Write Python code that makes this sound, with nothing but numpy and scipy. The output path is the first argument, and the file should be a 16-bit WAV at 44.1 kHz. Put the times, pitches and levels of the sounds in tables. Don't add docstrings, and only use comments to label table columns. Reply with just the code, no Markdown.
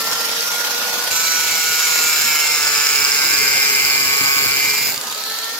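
import sys
import numpy as np
from scipy import signal
from scipy.fft import rfft, irfft, next_fast_len
from scipy.io import wavfile
from scipy.ndimage import uniform_filter1d, map_coordinates

SR = 44100
rng = np.random.default_rng(int(sys.argv[2]) if len(sys.argv) > 2 else 0)


def materialize(psi):
    bounded = np.clip(np.atleast_2d(psi).T, -1, 1)
    quanta = np.round(bounded * 32767).astype(np.int16)
    wavfile.write(sys.argv[1], SR, quanta)


N = 246519
T = np.arange(N) / SR
PADDED = next_fast_len(N, True)
HZ = np.fft.rfftfreq(PADDED, 1 / SR)
TOUCH_S, CUT_END_S = 1.105, 4.9
RIPPLE_HZ = 100
HOP = 100

# time in seconds, turns per second.
CUT_SPEED = [(1.12, 166.2), (1.3, 163.9), (1.9, 159.1), (2.1, 156.6), (2.5, 150.5), (2.7, 145.5),
             (2.9, 144.8), (3.1, 143.1), (3.4, 140.8), (3.7, 140.4), (4, 139.2), (4.5, 138.1), (4.7, 139.2),
             (4.93, 143)]
# time in seconds, level in dB, resonance of the case in Hz.
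GEAR_NOISE = [(0, -39, 5500), (0.14, -22, 5360), (0.55, -33, 5040), (1.0, -24, 4700), (1.96, -32, 4660),
              (2.26, -30.5, 5310), (2.8, -24.5, 5273), (3.35, -24, 5196), (4.0, -25, 5020),
              (4.56, -26.5, 4720), (4.87, -32.5, 4720), (4.93, -40, 4870), (5.12, -32, 4500),
              (5.28, -22, 4250), (5.59, -28, 4400)]


def cut():
    # time in seconds, gains in dB for rim pressure, low rings and
    # middle rings, level of the sizzle in dB, its centre in Hz.
    course = [(1.1, 0.5, 5, -7, -32, 12600), (1.5, -0.5, 2, -1, -36, 12530),
              (1.75, 0.5, 1.5, -3, -33, 12400), (1.98, 2.5, 0.5, -3, -28, 12400),
              (2.3, 1.9, 2.5, 1.5, -32, 12400), (2.6, 0.5, 5, -2, -50, 15300),
              (2.85, 1.5, 2.2, 3.5, -37, 15500), (3.15, 2, 1, -2.5, -37, 15500),
              (3.4, 1.5, -0.5, -0.5, -32, 13300), (4.0, 1.2, -2, -1, -34, 13600),
              (4.3, 0.4, 3.5, 1, -27, 13600), (4.7, -0.8, -4, 1, -32, 13300),
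              (4.9, -3.5, -13, 0, -25, 14500)]
    press_db, low_db, middle_db, sizzle_db, sizzle_hz = columns(course)
    touching = np.clip((T - TOUCH_S) / 0.006, 0, 1) * np.exp(-np.maximum(T - CUT_END_S, 0) / 0.047)
    hz, depth = columns(CUT_SPEED)[0], load()
    phase = phase_of(hz)
    tones = gain_of(press_db) * rim(hz, depth, low_db, middle_db)
    puff = 1 + 0.28 * np.cos(phase) + 0.073 * np.cos(2 * phase)
    rub = puff * gain_of(1.2 * flicker(50)) * patchy(noise(), patch_db=3.6, bins=2, frames=10)
    hiss = gain_of(press_db) * rubbing_hiss(rub, depth)
    sizzle = gain_of(sizzle_db) * evened(resonate(rub, sizzle_hz, width=1400))
    return touching * tones, touching * (hiss + sizzle + drumming(phase, depth))


def rim(hz, depth, low_db, middle_db):
    order_db = {4: -1, 5: -10.5, 6: 2.2, 7: -7.5, 8: 0.89, 9: 3.2, 10: -1.9, 13: -1.2, 14: 3.1, 16: -1.69,
                17: 2.1, 25: 3.5, 28: 0.81, 40: 1.9, 42: 2.7, 45: 7.1, 49: 5.6, 54: 2.6}
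    on, t = (T > TOUCH_S) & (T < CUT_END_S + .2), T[::HOP]
    phase, out = phase_of(hz[on]), np.zeros(N)
    hz, depth, low_db, middle_db = hz[::HOP], depth[::HOP], low_db[::HOP], middle_db[::HOP]
    for k in [*range(4, 34), *range(38, 57)]:
        band_db = np.select([k * hz < 1900, k * hz < 3000], [low_db, middle_db])
        gain = sheet(k * hz, depth) * gain_of(1.55 * drift(20, t) + order_db.get(k, 0) + band_db)
        waver = 2 * np.pi * rng.random() + 0.44 * drift(22, t)
        angle = k * phase + np.interp(T[on], t, waver)
        out[on] += np.interp(T[on], t, gain) * np.sqrt(2) * np.cos(angle)
    return out


def sheet(hz, depth):
    # centre in Hz, width in Hz, gain in dB at light load, at full load.
    modes = [(789, 155, -36.5, -42), (1106, 230, -43.5, -37), (1290, 190, -38, -42.5),
             (1452, 168, -33, -34), (1543, 69, -42, -27.5), (1706, 120, -40, -34), (2103, 81, -32.5, -26),
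             (2308, 220, -27, -31), (2302, 217, -60, -24), (2694, 300, -33, -33), (3055, 54, -31.5, -39.5),
             (4043, 430, -36, -43), (4800, 120, -41, -40), (5210, 290, -37, -33), (6720, 440, -33, -39),
             (7140, 360, -35.5, -32.5), (7650, 540, -46, -41)]
    return np.sqrt(sum((gain_of(light_db + depth * (full_db - light_db)) * peak(hz, f, width) ** 2) ** 2
                       for f, width, light_db, full_db in modes))


def rubbing_hiss(rub, depth):
    # frequency in Hz, relative density in dB.
    colour = [(180, -49), (300, -4.5), (379, -5), (425, 0.5), (584, -15.5), (1510, 0), (1900, -1.5),
              (2280, 4), (3190, 2.5), (5080, 6), (6100, 3.5), (7570, 7), (8220, -5), (12700, -1.5),
              (16000, -1.5)]
    # centre in Hz, width in Hz, largest share taken out.
    dips = [(3500, 1000, .55), (6150, 600, .5)]
    # centre in Hz, width in Hz, level in dB at full load.
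    disc_modes = [(4520, 70, -39)]
    friction = filtered(rub, gain_of(read(colour, HZ)))
    friction -= depth * filtered(friction, sum(share * peak(HZ, f, w) ** 2 for f, w, share in dips))
    ringing = (1 - depth) * filtered(rub, sheet(HZ, 0)) + depth * filtered(rub, sheet(HZ, 1))
    singing = sum(gain_of(db + 1.5 * drift(9.6)) * evened(filtered(rub, peak(HZ, f, width) ** 2))
                  for f, width, db in disc_modes)
    return gain_of(-35) * evened(ringing) + gain_of(-21.5) * evened(friction) + depth ** 2 * singing


def drumming(phase, depth):
    rumble = evened(filtered(noise(), peak(HZ, 182, 240) ** 2 * HZ ** 2 / (HZ ** 2 + 47 ** 2)))
    ripple_hum = 0.42 * np.sin(2 * np.pi * RIPPLE_HZ * T)
    disc_hum = 0.3 * np.sin(phase) + 0.66 * depth * np.sin(2 * phase)
    level_db = -48 + 4.5 * depth ** 12 + 2 * drift(12)
    return gain_of(level_db) * (0.81 * rumble + ripple_hum + disc_hum)


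def speed():
    run_up = 165.3 - 15.9 * np.exp(-T / .72)
    climb = 162.5 - 32.9 * np.exp(-np.maximum(T - CUT_END_S, 0) / .57)
    return np.select([T < TOUCH_S, T < CUT_END_S], [run_up, columns(CUT_SPEED)[0]], climb)


def load():
    return np.clip((CUT_SPEED[0][1] - columns(CUT_SPEED)[0]) / 26, 0, 1)


def gears():
    chirp_hz, scatter_hz = 320, 170
    level_db, case_hz = columns(GEAR_NOISE)
    phase, ripple = phase_of(columns(CUT_SPEED)[0]), 2 * np.pi * RIPPLE_HZ * T
    bite = np.minimum(2.3 * load(), 1) * (T < CUT_END_S)
    pulses = (1 + 1.15 * bite * np.cos(ripple)) ** 2 * (1 + .55 * bite * np.cos(phase))
    beat = 1 + .5 * bite * np.cos(3 * (phase - ripple))
    throb = pulses * beat * gain_of(1.8 * flicker(60))
    throb /= np.sqrt(uniform_filter1d(throb ** 2, size=5000))
    narrow = evened(resonate(throb * noise(), case_hz, width=990))
    wide = evened(filtered(throb * noise(), peak(HZ, 5200, 4500) ** 2))
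    ring_hz = case_hz + chirp_hz * np.sin(ripple) + scatter_hz * flicker(150)
    ring = bite * throb * np.cos(phase_of(ring_hz))
    return gain_of(level_db) * evened(.5 * narrow + 0.11 * wide + 1.5 * ring)


def gear_head():
    # order of the disc turn, gain in dB running free, in the cut.
    orders = [(34, -40, -3), (35, -40, 0), (36, 0, -4), (37, -40, -6)]
    # centre in Hz, width in Hz, gain in dB running free, in the cut.
    modes = [(4930, 130, -50, -31), (5300, 280, -44, -31), (5650, 380, -34.5, -50), (5920, 220, -44, -26)]
    away_db, flutter_db, right_lead_rad = -10, 3, 2.1
    hz, out, t = speed(), np.zeros((2, N)), T[::HOP]
    phase = phase_of(hz)
    cutting, away = staged((0, 1, 0))[::HOP], staged((0, 0, 1))[::HOP]
    for k, free_db, cut_db in orders:
        gain = sum(gain_of(free + cutting * (loaded - free)) * peak(k * hz[::HOP], f, width) ** 2
                   for f, width, free, loaded in modes)
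        level_db = free_db + cutting * (cut_db - free_db) + away * away_db
        gain *= gain_of(level_db + flutter_db * drift(25, t))
        angle = k * phase + np.interp(T, t, 2 * np.pi * rng.random() + 0.44 * drift(25, t))
        out += np.interp(T, t, gain) * np.array([np.cos(angle), np.cos(angle + right_lead_rad)])
    throb = 1 + .6 * load() * (T < CUT_END_S) * np.cos(2 * np.pi * RIPPLE_HZ * T)
    return np.sqrt(2) * throb * out * gain_of([[-2], [2]])


def motor():
    # centre in Hz, width in Hz, level in dB, then changes in dB
    modes = [(440, 400, -38.5, -6, 4.5, -7), (1350, 900, -30.5, -25, 0, -5), (1790, 140, -33, -18, 0, -3)]
    disc_orders, flutters_db = (3, 9, 12), (2.5, .8, .8)
    hz, out = speed(), np.zeros(N)
    heavy = np.clip((load() - .6) / .2, 0, 1) * staged((0, 1, 0))
    for k, flutter_db, (f, width, db, cut_db, heavy_db, away_db) in zip(disc_orders, flutters_db, modes):
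        level_db = db + staged((0, cut_db, away_db)) + heavy_db * heavy + flutter_db * drift(30)
        tone = np.sqrt(2) * np.sin(k * phase_of(hz) + 0.43 * drift(22))
        out += gain_of(level_db) * peak(k * hz, f, width) ** 2 * tone
    return out


def fan():
    # frequency in Hz, relative density in dB.
    colour = [(15, -75), (25, -50), (229, -12), (405, -15.5), (476, -8), (677, -8), (936, -3.5),
              (1160, -8.5), (1400, -5.5), (2220, -7.5), (3200, -7), (4740, -5.5), (7110, -9), (8360, -16.5),
              (13600, -9), (16000, -20.5)]
    level_db, treble_db = staged((-21, -26.5, -27)), staged((0.3, 7, 2))
    air = patchy(noise(read(colour, HZ)), patch_db=2.14, bins=8, frames=6)
    treble = filtered(air, HZ ** 2 / (HZ ** 2 + 6500 ** 2))
    return gain_of(level_db + 1.15 * flicker(45)) * (air - treble + gain_of(treble_db) * treble)


def gear_knocks():
    # start in seconds, relative peak level in dB.
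    knocks = [(0.113, -11), (0.1315, -11), (0.2527, -13), (0.3136, -11), (0.4069, -10), (0.5051, -16),
              (0.6463, -14), (0.78, -13), (4.9206, -14), (4.9436, -12), (4.9598, -15), (4.977, -11),
              (5.0119, -13), (5.0368, -15), (5.0693, -16), (5.0982, -17), (5.1247, -14), (5.1471, -16),
              (5.1775, -18), (5.2369, -15), (5.2988, -17), (5.3202, -14), (5.3871, -14), (5.416, -17),
              (5.4429, -16), (5.5178, -17)]
    rise_s, decay_s, upper_hz = .0006, .0025, 6950
    out, t = np.zeros((2, N)), np.arange(900) / SR
    gear_s, _, case_hz = np.transpose(GEAR_NOISE)
    for s, db in knocks:
        bursts = rng.standard_normal((3, len(t))) * np.minimum(t / rise_s, 1) * np.exp(-t / decay_s)
        burst = bursts[0] + .3 * bursts[1:]
        lower = signal.lfilter(*signal.iirpeak(np.interp(s, gear_s, case_hz), Q=6, fs=SR), burst)
        upper = signal.lfilter(*signal.iirpeak(upper_hz, Q=7, fs=SR), burst)
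        ring = lower + gain_of(-4) * upper
        add(out, s, gain_of(db + 2.5) * ring / abs(ring).max())
    return out


def sheet_thumps():
    # start in seconds, level in dB.
    thumps = [(4.205, -21), (4.234, -27), (4.36, -25), (4.416, -24), (4.456, -23), (4.806, -30),
              (4.928, -32), (4.969, -31)]
    out, t = np.zeros((2, N)), np.arange(4000) / SR
    partials = sum(gain * np.sin(2 * np.pi * hz * t) for hz, gain in ((140, 1), (270, 1), (410, 0.79)))
    thump = partials * np.minimum(t / 0.005, 1) * np.exp(-t / 0.015)
    for s, db in thumps:
        add(out, s, gain_of(db) * np.array([thump, thump]) / 2)
    return out


def room(x):
    t, reverb_s = np.arange(9000) / SR, 0.26
    taps = rng.choice([-1., 1.], (2, len(t))) * (rng.random((2, len(t))) < .05)
    taps *= gain_of(-60 * t / reverb_s) * (t > .003)
    return signal.fftconvolve(x[None], taps / np.linalg.norm(taps[0]), axes=1)[:, :N]


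def staged(values):
    times = [TOUCH_S - .01, TOUCH_S + .03, CUT_END_S, CUT_END_S + .08]
    return np.interp(T, times, np.take(values, [0, 1, 1, 2]))


def noise(colour_db=0):
    # frequency in Hz, left-right correlation.
    likeness = [(60, 0.11), (250, 0.74), (1000, 0.63), (2500, 0.039), (5000, 0.048), (9000, 0.052),
                (14000, 0.069)]
    left, other = rng.standard_normal((2, N))
    same = np.clip(read(likeness, HZ), 0, 1)
    right = filtered(left, same) + filtered(other, np.sqrt(1 - same ** 2))
    return evened(filtered(np.array([left, right]), gain_of(colour_db)))


def patchy(x, patch_db, bins, frames):
    _, _, spectra = signal.stft(x, SR, nperseg=1024)
    patches = uniform_filter1d(rng.standard_normal(spectra.shape[1:]), size=bins, axis=0)
    patches = evened(uniform_filter1d(patches, size=frames, axis=1))
    return evened(signal.istft(spectra * gain_of(patch_db * patches), SR, nperseg=1024)[1][:, :N])


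def drift(per_s, t=T):
    steps = rng.standard_normal(int(N / SR * per_s * 4) + 8)
    return evened(np.interp(t * per_s * 4, np.arange(len(steps)), uniform_filter1d(steps, size=4)))


def flicker(per_s):
    quick = drift(per_s)
    return evened(quick - uniform_filter1d(quick, size=1800))


def resonate(x, hz, width):
    turn, r = np.exp(1j * phase_of(hz)), np.exp(-np.pi * width / SR)
    return 2 * (turn * signal.lfilter([(1 - r) ** 2], [1, -2 * r, r * r], x / turn)).real


def peak(hz, centre_hz, width):
    return 1 / np.sqrt(1 + (2 * (hz - centre_hz) / width) ** 2)


def filtered(x, gain):
    return irfft(rfft(x, PADDED) * gain, PADDED)[..., :N]


def phase_of(hz):
    return 2 * np.pi * np.cumsum(hz) / SR


def gain_of(db):
    return 10 ** (np.asarray(db) / 20)


def evened(x):
    return x / np.sqrt(np.mean(x ** 2) + 1e-20)


def read(points, hz):
    f, value = np.transpose(points)
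    return np.interp(np.log(hz + 1), np.log(f + 1), value)


def columns(rows):
    s, *rest = np.transpose(rows)
    return [np.interp(T, s, c) for c in rest]


def add(mix, s, sound):
    at = round(s * SR)
    mix[:, at:at + sound.shape[1]] += sound[:, :N - at]


def scene():
    whine, air = motor(), fan()
    tones, hiss = cut()
    tonal = whine + tones
    in_room = gain_of(-2.5) * tonal + gain_of(-10) * room(tonal)
    return in_room + air + hiss + gears() + gear_head() + gear_knocks() + sheet_thumps()


def record(dry):
    # time in seconds, lag of the left side in samples.
    travel = [(.2, 5), (1.4, .5), (4.4, -5), (5, 1.5)]
    # frequency in Hz, left minus right in dB.
    balance = [(60, 16.5), (150, 5.5), (380, -2.5), (950, -1.5), (2380, 0), (5980, -2), (15000, -1.5)]
    # frequency in Hz, lead of the left side in radians.
    lead = [(60, 1.6), (300, 0.59), (1000, 0.69), (3000, 0), (6000, 0), (15000, 0)]
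    ceiling, edge_hz = .95, 15800
    left = map_coordinates(dry[0], [np.arange(N) - columns(travel)[0]], order=3, mode="nearest")
    half = gain_of(read(balance, HZ) / 2) * np.exp(.5j * read(lead, HZ))
    pair = filtered(np.array([left, dry[1]]), np.array([half, 1 / half]))
    pair = pair / (1 + (pair / ceiling) ** 4) ** (1 / 4)
    lowpass = signal.firwin(801, edge_hz, window=("kaiser", 10), fs=SR)
    return signal.oaconvolve(pair, lowpass[None], "same")


dry = scene()
out = record(dry)
materialize(out)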